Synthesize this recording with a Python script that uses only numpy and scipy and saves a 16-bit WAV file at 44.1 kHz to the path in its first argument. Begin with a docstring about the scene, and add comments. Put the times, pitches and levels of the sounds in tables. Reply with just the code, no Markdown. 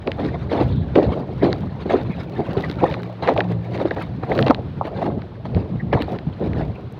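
"""A walk along a floating walkway of loose bamboo slats on a lake, about 7 s.
From the start footfalls clatter slats, soles scuff, dry canes snap, the deck rattles and rubs, and now and
then a cane squeaks: ringing contacts, grit, dispersed clicks and noise bursts. Wind buffets the microphone
and the lake washes softly: shaped noise. Hard steps land near 1 s; from 2.6 s a lashing creaks in stick-slip
pulses, from 2.9 to 3.9 s a low two-tone drone sounds, and near 4.5 s come the loudest knocks."""
import sys
import numpy as np
from scipy import signal
from scipy.fft import rfft, irfft, next_fast_len
from scipy.io import wavfile
from scipy.ndimage import uniform_filter1d, map_coordinates

SR = 44100
rng = np.random.default_rng(int(sys.argv[2]) if len(sys.argv) > 2 else 0)


def transcribe(signal):
    """Save signal, clipped to [-1, 1], as a 16-bit WAV file at the path in sys.argv[1]."""
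    frames = np.atleast_2d(signal).T
    limited = np.clip(frames, -1, 1)
    pcm = np.round(limited * 32767).astype(np.int16)
    wavfile.write(sys.argv[1], SR, pcm)


N = 308567

# relative spectrum of knocking slats: [f/Hz, density/dB]
SLAT_SPECTRUM = [(60, -30.5), (150, -1.5), (300, -0.5), (500, -2), (780, 0), (1000, -3), (1300, -3.5),
                 (2000, -36), (4000, -33.5), (8000, -77)]


def footfalls(pitch_spread=0.34, cycles=1.44, scatter_db=2, scrape_trim_db=-1,
              rise_power=1.3, fall_power=0.89, firm_db=1, count=80):
    """Each blow passes from slat to slat, a contact every few ms, while the sole scrapes the canes."""
    # slats knocked underfoot: [peak t/s, level/dB, rise/s, fall/s, f/Hz, scrape re knock before trim/dB]
    knock_rows = [(0.08, -15.5, 0.009, 0.013, 498, -25), (0.2, -20.5, 0.012, 0.021, 474, -12),
                  (0.257, -18, 0.024, 0.025, 278, -13.5), (0.345, -22.5, 0.0037, 0.014, 620, -15.5),
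                  (0.518, -16.5, .005, 0.084, 515, -12), (0.612, -12, 0.011, 0.012, 540, -12.5),
                  (0.962, -7, 0.0053, 0.0095, 500, -14), (0.98, -4.5, 0.0076, 0.017, 387, -24.5),
                  (1.033, -14.5, 0.013, 0.016, 448, -16.5), (1.176, -22, .01, .035, 450, -19),
                  (1.434, -8.5, 0.0074, 0.036, 414, -16.5), (1.863, -16.5, .003, 0.0075, 350, -21),
                  (1.9, -18.5, .004, 0.057, 456, -7), (1.942, -10, 0.014, 0.023, 418, -29.5),
                  (2.401, -16, 0.012, 0.016, 425, -25.5), (2.57, -15.5, .001, 0.026, 426, -13.5),
                  (2.702, -19.5, 0.0022, 0.0054, 336, -20), (2.842, -8, 0.014, 0.011, 482, -22.5),
                  (3.227, -21, 0.0036, 0.038, 580, -6), (3.289, -8.5, 0.0092, 0.012, 542, -12.5),
                  (3.325, -15.5, 0.016, 0.0056, 495, -25), (3.365, -18.5, 0.0019, 0.013, 836, -16),
                  (3.382, -14.5, 0.0071, 0.025, 502, -18), (3.519, -25, 0.021, 0.016, 330, -10.5),
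                  (3.818, -17.5, 0.022, 0.012, 526, -14.5), (3.857, -11, 0.0052, 0.0077, 395, -22.5),
                  (3.913, -18.5, 0.003, 0.013, 467, -15), (3.967, -22, 0.0026, 0.026, 508, -16),
                  (4.236, -22.5, 0.0071, 0.0078, 497, -12.5), (4.32, -16.5, 0.022, 0.03, 510, -20.5),
                  (4.391, -13, 0.0026, 0.003, 480, -23), (4.468, -13.5, .003, 0.018, 540, -11),
                  (4.503, -3, 0.005, 0.0031, 300, -20), (4.509, -5, .0025, 0.0058, 723, -24),
                  (4.586, -24, 0.0034, 0.014, 462, -44), (4.813, -13, 0.0013, 0.0062, 720, -53),
                  (4.854, -24.5, 0.0075, 0.0091, 520, -8), (4.879, -26, 0.016, .008, 734, -9.5),
                  (5.03, -16.5, 0.011, 0.0028, 670, -16.5), (5.456, -28, 0.0042, 0.0071, 630, -5),
                  (5.575, -21.5, 0.024, 0.014, 391, -20), (5.931, -13, 0.003, 0.035, 559, -15.5),
                  (6.011, -19.5, 0.011, 0.022, 304, -11), (6.084, -22, .005, 0.0061, 630, -31),
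                  (6.416, -16.5, 0.007, 0.031, 361, -28), (6.476, -23.5, 0.01, .022, 344, -21.5),
                  (6.597, -21.5, 0.015, .035, 412, -14)]
    wood, scrape_power = np.zeros(N), np.zeros(N)
    lead_s, length_s = 0.06, 0.18
    t = np.arange(round(length_s * SR)) / SR - lead_s
    for peak_s, db, rise_s, fall_s, hz, sole_db in knock_rows:

        def load(t):
            """Foot load, 1 at t = 0, with stretched-exponential flanks."""
            rising = np.abs(t / rise_s) ** rise_power
            falling = np.abs(t / fall_s) ** fall_power
            return np.exp(-np.where(t < 0, rising, falling))

        at = (np.arange(count) + rng.uniform(-0.55, 0.65, count)) * length_s / count - lead_s
        pitch = hz * np.exp(pitch_spread * np.clip(rng.standard_normal(count), -2, 1.5))
        signs = rng.choice([-1, 1], count)
        sizes = load(at) * amp(scatter_db * rng.standard_normal(count)) * signs
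        # the slat right under the foot takes a firm contact
        main = np.abs(at).argmin()
        at[main], pitch[main], sizes[main] = 0, hz, amp(firm_db)
        # low slats ring longer, so for the same energy they swing less
        clatter = rings(len(t), at + lead_s - 1 / pitch, pitch, sizes * np.sqrt(pitch), cycles)
        load_rms = np.sqrt(np.mean(load(t) ** 2))
        add(wood, peak_s - lead_s, amp(db) * load_rms * coloured(clatter, SLAT_SPECTRUM))
        scrape = amp(db + sole_db + scrape_trim_db) * load(t)
        add(scrape_power, peak_s - lead_s, scrape ** 2)
    sole = grit(noise_db=-1, scatter_db=4, cycles=2.2)
    return wood + np.sqrt(scrape_power) * sole


def snaps(width=0.54, splinter=0.86, size=2048):
    """A cane cracks; bending waves carry highs ahead of lows, so the click is a very short falling chirp."""
    # snaps: [t/s, level as rms over 4 ms/dB, dispersion spread/s]
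    snap_rows = [(0.0757, -24.5, .0024), (0.1182, -25.5, .0005), (0.9574, -22, 0.0023),
                 (1.031, -32.5, .0013), (1.5296, -23.5, .0005), (2.6987, -33, 0.00064),
                 (2.9133, -32.5, .0012), (2.9242, -37, 0.0011), (2.942, -26.5, .0013), (3.033, -35, .0007),
                 (3.2763, -22.5, .0016), (3.378, -23.5, .0014), (3.4063, -16, .0018),
                 (3.7773, -35.5, 0.00033), (3.91, -27.5, .0022), (3.9664, -38, 0.0023),
                 (4.3785, -28, .0009), (4.3915, -18, .002), (4.4267, -22.5, .0005), (4.4657, -27.5, .0016),
                 (4.483, -25, .0009), (4.5089, -25.5, .001), (4.5472, -26, .0005), (5.2202, -39, .0015),
                 (5.5484, -36.5, .0006), (5.9296, -30.5, .0021), (6.0223, -26.5, .0009),
                 (6.1883, -35, .001), (6.5336, -33.5, 0.0013)]
    # relative cane response: [f/Hz, gain/dB]
    cane_response = [(300, -32), (900, 3.5), (2000, -0.5), (3200, -4.5), (4400, 0.5), (5500, -11.5),
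                     (6800, -17), (8000, -25), (10000, -14), (15500, -12)]
    ref_hz, ref_spread_s, drop_power = 2098, 0.00075, 0.16  # longer snaps are lower
    lead_s, level_span_s, splinter_span = 0.01, 0.004, 1.3
    out = np.zeros(N)
    f = np.fft.rfftfreq(size, 1 / SR) + 1
    t = np.arange(size) / SR
    for snap_s, db, spread_s in snap_rows:
        hz = ref_hz * (ref_spread_s / spread_s) ** drop_power
        life_s = splinter_span * spread_s + 1 / SR
        fibres = rng.standard_normal(size) * np.exp(-t / life_s)
        source = splinter * fibres / np.sqrt(life_s * SR / 2)
        source[0] = 1  # the break itself, ahead of the splintering fibres
        band = gain(cane_response, f) * np.exp(-0.5 * (np.log(f / hz) / width) ** 2)
        delay_phase = 2 * np.pi * (f * lead_s + 2 * spread_s * (2 * np.sqrt(f * hz) - f))
        click = irfft(rfft(source) * band * np.exp(-1j * delay_phase))
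        level = amp(db) * np.sqrt(level_span_s * SR)
        add(out, snap_s - lead_s, level * click / np.linalg.norm(click))
    return out


def deck(rattle_hz=470, pitch_spread=0.4485, cycles=3.74, scatter_db=2.5, uneven_db=2, count=3200):
    """With every stride the loose slats jostle and the lashed canes rub and crackle."""
    # walker's weight comes on: [t/s, rattle level/dB, scuff level/dB, length re usual stride]
    stride_rows = [(0.23, -37, -46.5, 2.7), (0.6, -27, -39.5, 1.23), (1.1, -22, -39, 1.15),
                   (1.521, -30, -42, 1.7), (2.03, -33, -44, 3.9), (2.518, -28.5, -39.5, 3.4),
                   (2.899, -27.5, -38, 1.3), (3.35, -30.5, -42, 1.7), (3.771, -26, -38, 0.82),
                   (4.001, -33.5, -40.5, 0.88), (4.398, -18, -33, 0.55), (5.038, -21.5, -39.5, 0.76),
                   (5.601, -27.5, -49, 1), (6.13, -24, -38, 0.33), (6.56, -32, -47, 2.4)]
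    load_db_per_s, settle_db_per_s = 90, 71.5
    grip_db_per_s, release_db_per_s = 56.5, 64.5
    idle_rattle_db, idle_rub_db = -44, -64  # the floating deck never lies quite still
    stride_s, rattle_db, scuff_db, lengths = np.transpose(stride_rows)
    jostling = swells(stride_s, rattle_db, load_db_per_s, settle_db_per_s, lengths)
    jostling = np.hypot(amp(idle_rattle_db), jostling)
    rubbing = swells(stride_s, scuff_db, grip_db_per_s, release_db_per_s, lengths)
    rubbing = np.hypot(amp(idle_rub_db), rubbing)

    at = rng.uniform(0, N / SR, count)
    pitch = rattle_hz * np.exp(pitch_spread * rng.standard_normal(count))
    sizes = amp(scatter_db * rng.standard_normal(count)) * rng.choice([-1, 1], count)
    contacts = coloured(rings(N, at, pitch, sizes, cycles), SLAT_SPECTRUM)
    rattle = unit(contacts * amp(uneven_db * wobble(28)))
    rub = unit(grit(noise_db=1.5, scatter_db=6.0, cycles=8.4) * amp(4.7 * wobble(45)))
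    return jostling * rattle + rubbing * (rub + crackle())


def grit(noise_db, scatter_db, cycles, count=5000):
    """Dry friction: tiny slips, each ringing a cane at its own pitch, over an uneven hiss."""
    # relative scuff spectrum: [f/Hz, density/dB]
    scuff_spectrum = [(400, -23), (900, 4.5), (1300, -1), (1850, -1.5), (2500, -8.5), (3100, -12),
                      (3900, -10), (4500, -16.5), (5300, -27), (6500, -31), (7800, -41.5), (9500, -37.5),
                      (12000, -45), (15500, -57.5)]
    pitch = rng.uniform(800, 5200, count)
    sizes = amp(scatter_db * np.clip(rng.standard_normal(count), -2, 2)) * pitch ** 0.7
    slips = rings(N, rng.uniform(0, N / SR, count), pitch, sizes, cycles, size=700)
    hiss = rng.standard_normal(N) * amp(0.85 * wobble(210))
    mix = coloured(slips, scuff_spectrum) + amp(noise_db) * coloured(hiss, scuff_spectrum)
    return patchy(mix, depth_db=3.5)


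def crackle(level_db=-18, scatter_db=4.5, count=420):
    """Dry fibres tick at random as the canes rub; level is relative to the rub."""
    # relative crackle spectrum: [f/Hz, density/dB]
    crackle_spectrum = [(1000, -11), (2500, 14), (4500, 6.5), (6000, -1), (7800, -13), (9500, -11),
                        (12500, -12), (15500, -6)]
    sizes = amp(scatter_db * np.clip(rng.standard_normal(count), -2, 2))
    train = pulses(rng.uniform(0, N / SR, count), sizes)
    return amp(level_db) * coloured(train, crackle_spectrum)


def squeaks(flutter_db=3, width=0.11):
    """A cane sliding on its neighbour sings briefly and unsteadily in a narrow band."""
    # squeaks: [centre t/s, level before flutter/dB, half length/s, f/Hz]
    squeak_rows = [(0.347, -38.5, 0.005, 2030), (0.76, -52, 0.073, 3600), (1.422, -34.5, .0065, 1970),
                   (2.122, -39, 0.013, 2220), (3.912, -19, 0.0014, 1890), (4.319, -24, 0.0019, 1900),
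                   (4.502, -35, 0.0023, 1100), (5.805, -36, 0.0071, 1850), (5.934, -34, 0.0082, 2090),
                   (6.76, -47, .009, 2420)]
    out = np.zeros(N)
    for centre_s, db, half_s, hz in squeak_rows:
        sound = burst(half_s, hz, width)
        add(out, centre_s - len(sound) / SR / 2, amp(db) * sound)
    return out * unit(amp(flutter_db * wobble(70)))


def creak(slips_per_s=75, count=640):
    """A lashing sticks and slips at an uneven rate whenever it is pulled."""
    # pulls: [t/s, level/dB, length re usual pull]
    pull_rows = [(2.611, -46, 1), (2.71, -39, .7), (2.914, -42, .6)]
    # relative spectrum of one slip: [f/Hz, density/dB]
    slip_spectrum = [(800, -21), (2000, -5), (2800, -14.5), (3700, -0.5), (4600, -13.5), (5600, -20),
                     (7500, -37), (10000, -35), (15500, -35)]
    tighten_db_per_s, slacken_db_per_s = 319, 195
    uneven, scatter_db = 0.25, 4
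    at = np.cumsum(np.exp(uneven * rng.standard_normal(count))) / slips_per_s
    sizes = amp(scatter_db * np.clip(rng.standard_normal(count), -2, 2))
    train = coloured(pulses(at, sizes), slip_spectrum)
    pull_s, db, lengths = np.transpose(pull_rows)
    return swells(pull_s, db, tighten_db_per_s, slacken_db_per_s, lengths) * train


def ticks(life_s=0.001, size=256):
    """Tiny bright ticks, some the sharp top of a cane snap: white noise with a 1 ms exponential decay."""
    # ticks: [t/s, onset level/dB]
    tick_rows = [(1.46, -51.5), (3.035, -47.5), (3.521, -49), (4.024, -43), (4.39, -50), (4.509, -49),
                 (4.872, -50), (6.023, -39), (6.924, -45.5)]
    decay = np.exp(-np.arange(size) / SR / life_s)
    out = np.zeros(N)
    for tick_s, db in tick_rows:
        add(out, tick_s, amp(db) * rng.standard_normal(size) * decay)
    return out


def wind(trim_db=0.9, lumpy_db=3, buffet_trim_db=-1, width=0.47):
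    """Turbulence rumbles on the microphone; single eddies thump it."""
    # rumble: [t/s, level before trim/dB]
    wind_rows = [(0, -29.5), (0.74, -24.5), (0.9, -30), (1.6, -25), (1.8, -30), (2.1, -30), (2.95, -29.5),
                 (3.12, -46), (3.27, -34), (3.9, -31), (4.46, -25), (4.7, -30), (5.1, -29.5), (5.36, -34.5),
                 (5.53, -26), (6.15, -30.5), (6.6, -27), (6.9, -35.5)]
    # relative rumble spectrum: [f/Hz, density/dB]
    rumble_spectrum = [(15, -42), (30, -27), (50, -12), (75, -1.5), (120, 1), (180, -3), (260, -11.5),
                       (450, -21), (900, -34), (2000, -65.5), (5000, -100)]
    # eddies: [centre t/s, level before trim/dB, half length/s, f/Hz]
    buffet_rows = [(0.687, -19, 0.034, 119), (0.765, -17, .032, 123), (1.09, -18.5, 0.016, 122),
                   (2.092, -18.5, 0.016, 159), (2.58, -18.5, .015, 134), (2.831, -21, 0.017, 115),
                   (4.181, -26, 0.019, 152), (4.425, -18, 0.04, 130), (4.779, -27, 0.0099, 123),
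                   (5.179, -14.5, 0.0042, 133), (5.568, -12.5, 0.018, 107), (5.846, -21, 0.024, 148),
                   (5.957, -11, 0.006, 145), (6.28, -16, 0.0075, 131), (6.59, -21.5, 0.08, 100)]
    rumble = coloured(rng.standard_normal(N), rumble_spectrum)
    rumble = unit(rumble * amp(lumpy_db * wobble(22)))
    out = amp(curves(wind_rows)[0] + trim_db) * rumble
    for centre_s, db, half_s, hz in buffet_rows:
        eddy = burst(half_s, hz, width)
        add(out, centre_s - len(eddy) / SR / 2, amp(db + buffet_trim_db) * eddy)
    return out


def drone(waver=0.017, flutter_db=3):
    """Two low, slightly unsteady sine tones swell and fade."""
    # envelope, silent outside: [t/s, level/dB]
    drone_rows = [(2.88, -49), (2.98, -33), (3.15, -42), (3.32, -40.5), (3.47, -31), (3.73, -34),
                  (3.92, -51)]
    # tones: [mean f/Hz, level re envelope before flutter/dB]
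    tone_rows = [(116, 3.7), (178, 1.5)]
    tones = np.zeros(N)
    for hz, db in tone_rows:
        phase = 2 * np.pi * np.cumsum(hz * (1 + waver * wobble(13))) / SR
        tones += amp(db + flutter_db * wobble(11)) * np.sin(phase)
    level_db = np.interp(np.arange(N) / SR, *np.transpose(drone_rows), left=-np.inf, right=-np.inf)
    level = uniform_filter1d(amp(level_db), size=1024)
    return level * np.sqrt(2) * tones


def lake(level_db=-50.0):
    """The soft, uneven wash of ripples and open air: shaped noise with a wandering level."""
    # relative wash spectrum: [f/Hz, density/dB]
    air_spectrum = [(100, -23), (400, -2), (1000, -1), (2000, -11), (4000, -15), (5500, -29.5),
                    (7500, -42.5), (15500, -45.5)]
    lapping_db = 1.5 * wobble(12)
    return amp(level_db + lapping_db) * coloured(rng.standard_normal(N), air_spectrum)


def amp(db):
    """dB to amplitude."""
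    return 10 ** (np.asarray(db) / 20)


def unit(x):
    """x at rms 1."""
    return x / np.sqrt(np.mean(x ** 2) + 1e-20)


def gain(points, hz):
    """Gain of (Hz, dB) points on a log axis."""
    f, db = np.transpose(points)
    return amp(np.interp(np.log(hz + 1), np.log(f + 1), db))


def curves(rows):
    """One value per sample for each column after the time."""
    s, *cols = np.transpose(rows)
    return [np.interp(np.arange(N) / SR, s, c) for c in cols]


def wobble(knots_per_s):
    """A smooth random curve through normally distributed knots."""
    return map_coordinates(rng.standard_normal(2048), [np.arange(N) * knots_per_s / SR], mode="wrap")


def filtered(x, response):
    """x times a response of frequency."""
    m = next_fast_len(len(x) + 4096)
    return irfft(rfft(x, m) * response(np.fft.rfftfreq(m, 1 / SR)), m)[:len(x)]


def coloured(x, points):
    """x shaped by (Hz, dB) points, at rms 1."""
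    return unit(filtered(x, lambda hz: gain(points, hz)))


def add(track, s, sound):
    """Mix a sound into the track from time s, cropped to the track."""
    i = round(s * SR)
    part = sound[max(-i, 0):max(len(track) - i, 0)]
    track[max(i, 0):][:len(part)] += part


def rings(n, at, hz, sizes, cycles, attack=0.18, size=1200):
    """n samples of contacts: sines that rise within a cycle and decay over the given cycles."""
    t = np.arange(size) / SR
    turns = t * hz[:, None]
    envelope = (1 - np.exp(-turns / attack)) ** 2 * np.exp(-turns / cycles)
    waves = sizes[:, None] * envelope * np.sin(2 * np.pi * turns)
    index = np.maximum(at * SR, 0).astype(int)[:, None] + np.arange(size)
    return np.bincount(index.ravel(), waves.ravel(), n)[:n]


def pulses(at, sizes):
    """Single-sample impulses at the given times."""
    return np.bincount(np.clip(at * SR, 0, N).astype(int), sizes, N + 1)[:N]


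def burst(half_s, hz, width, size=32768):
    """A Gaussian swell of narrow noise around hz, centred in its window, with rms about 1 at its crest."""
    swell = np.exp(-0.5 * ((np.arange(size) - size / 2) / SR / half_s) ** 2)
    noise = rng.standard_normal(size)
    band = filtered(noise, lambda f: np.exp(-0.5 * (np.log((f + 1) / hz) / width) ** 2))
    return np.sqrt(np.mean(swell ** 2)) * unit(band * swell)


def patchy(x, depth_db, size=512):
    """Shifting contacts favour ever new bands: random gain patches some 260 Hz wide and 30 ms long."""
    z = signal.stft(x, nperseg=size)[2]
    field = uniform_filter1d(rng.standard_normal(z.shape), size=3, axis=0)
    field = uniform_filter1d(field, size=5, axis=1)
    return unit(signal.istft(z * amp(depth_db * unit(field)), nperseg=size)[1][:N])


def swells(times, levels_db, rise_db_per_s, fall_db_per_s, lengths):
    """A gain that climbs to each level at its time and dies away; slopes are divided by the lengths."""
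    late = (np.arange(N)[:, None] / SR - times) / lengths
    drop_db = np.maximum(-rise_db_per_s * late, fall_db_per_s * late)
    return amp((levels_db - drop_db).max(axis=1))


def scene():
    """The walkway under the feet, with wind, drone and lake around it."""
    walkway = footfalls() + snaps() + deck() + squeaks() + creak() + ticks()
    return (walkway + wind() + drone() + lake())[None]


def record(dry):
    """The camera rounds off the loudest peaks and keeps nothing above its band limit."""
    top_hz = 15830
    held = dry[0] / (1 + np.abs(dry[0]) ** 8) ** (1 / 8)
    return filtered(held, lambda hz: hz < top_hz)[None]


dry = scene()
out = record(dry)
transcribe(out)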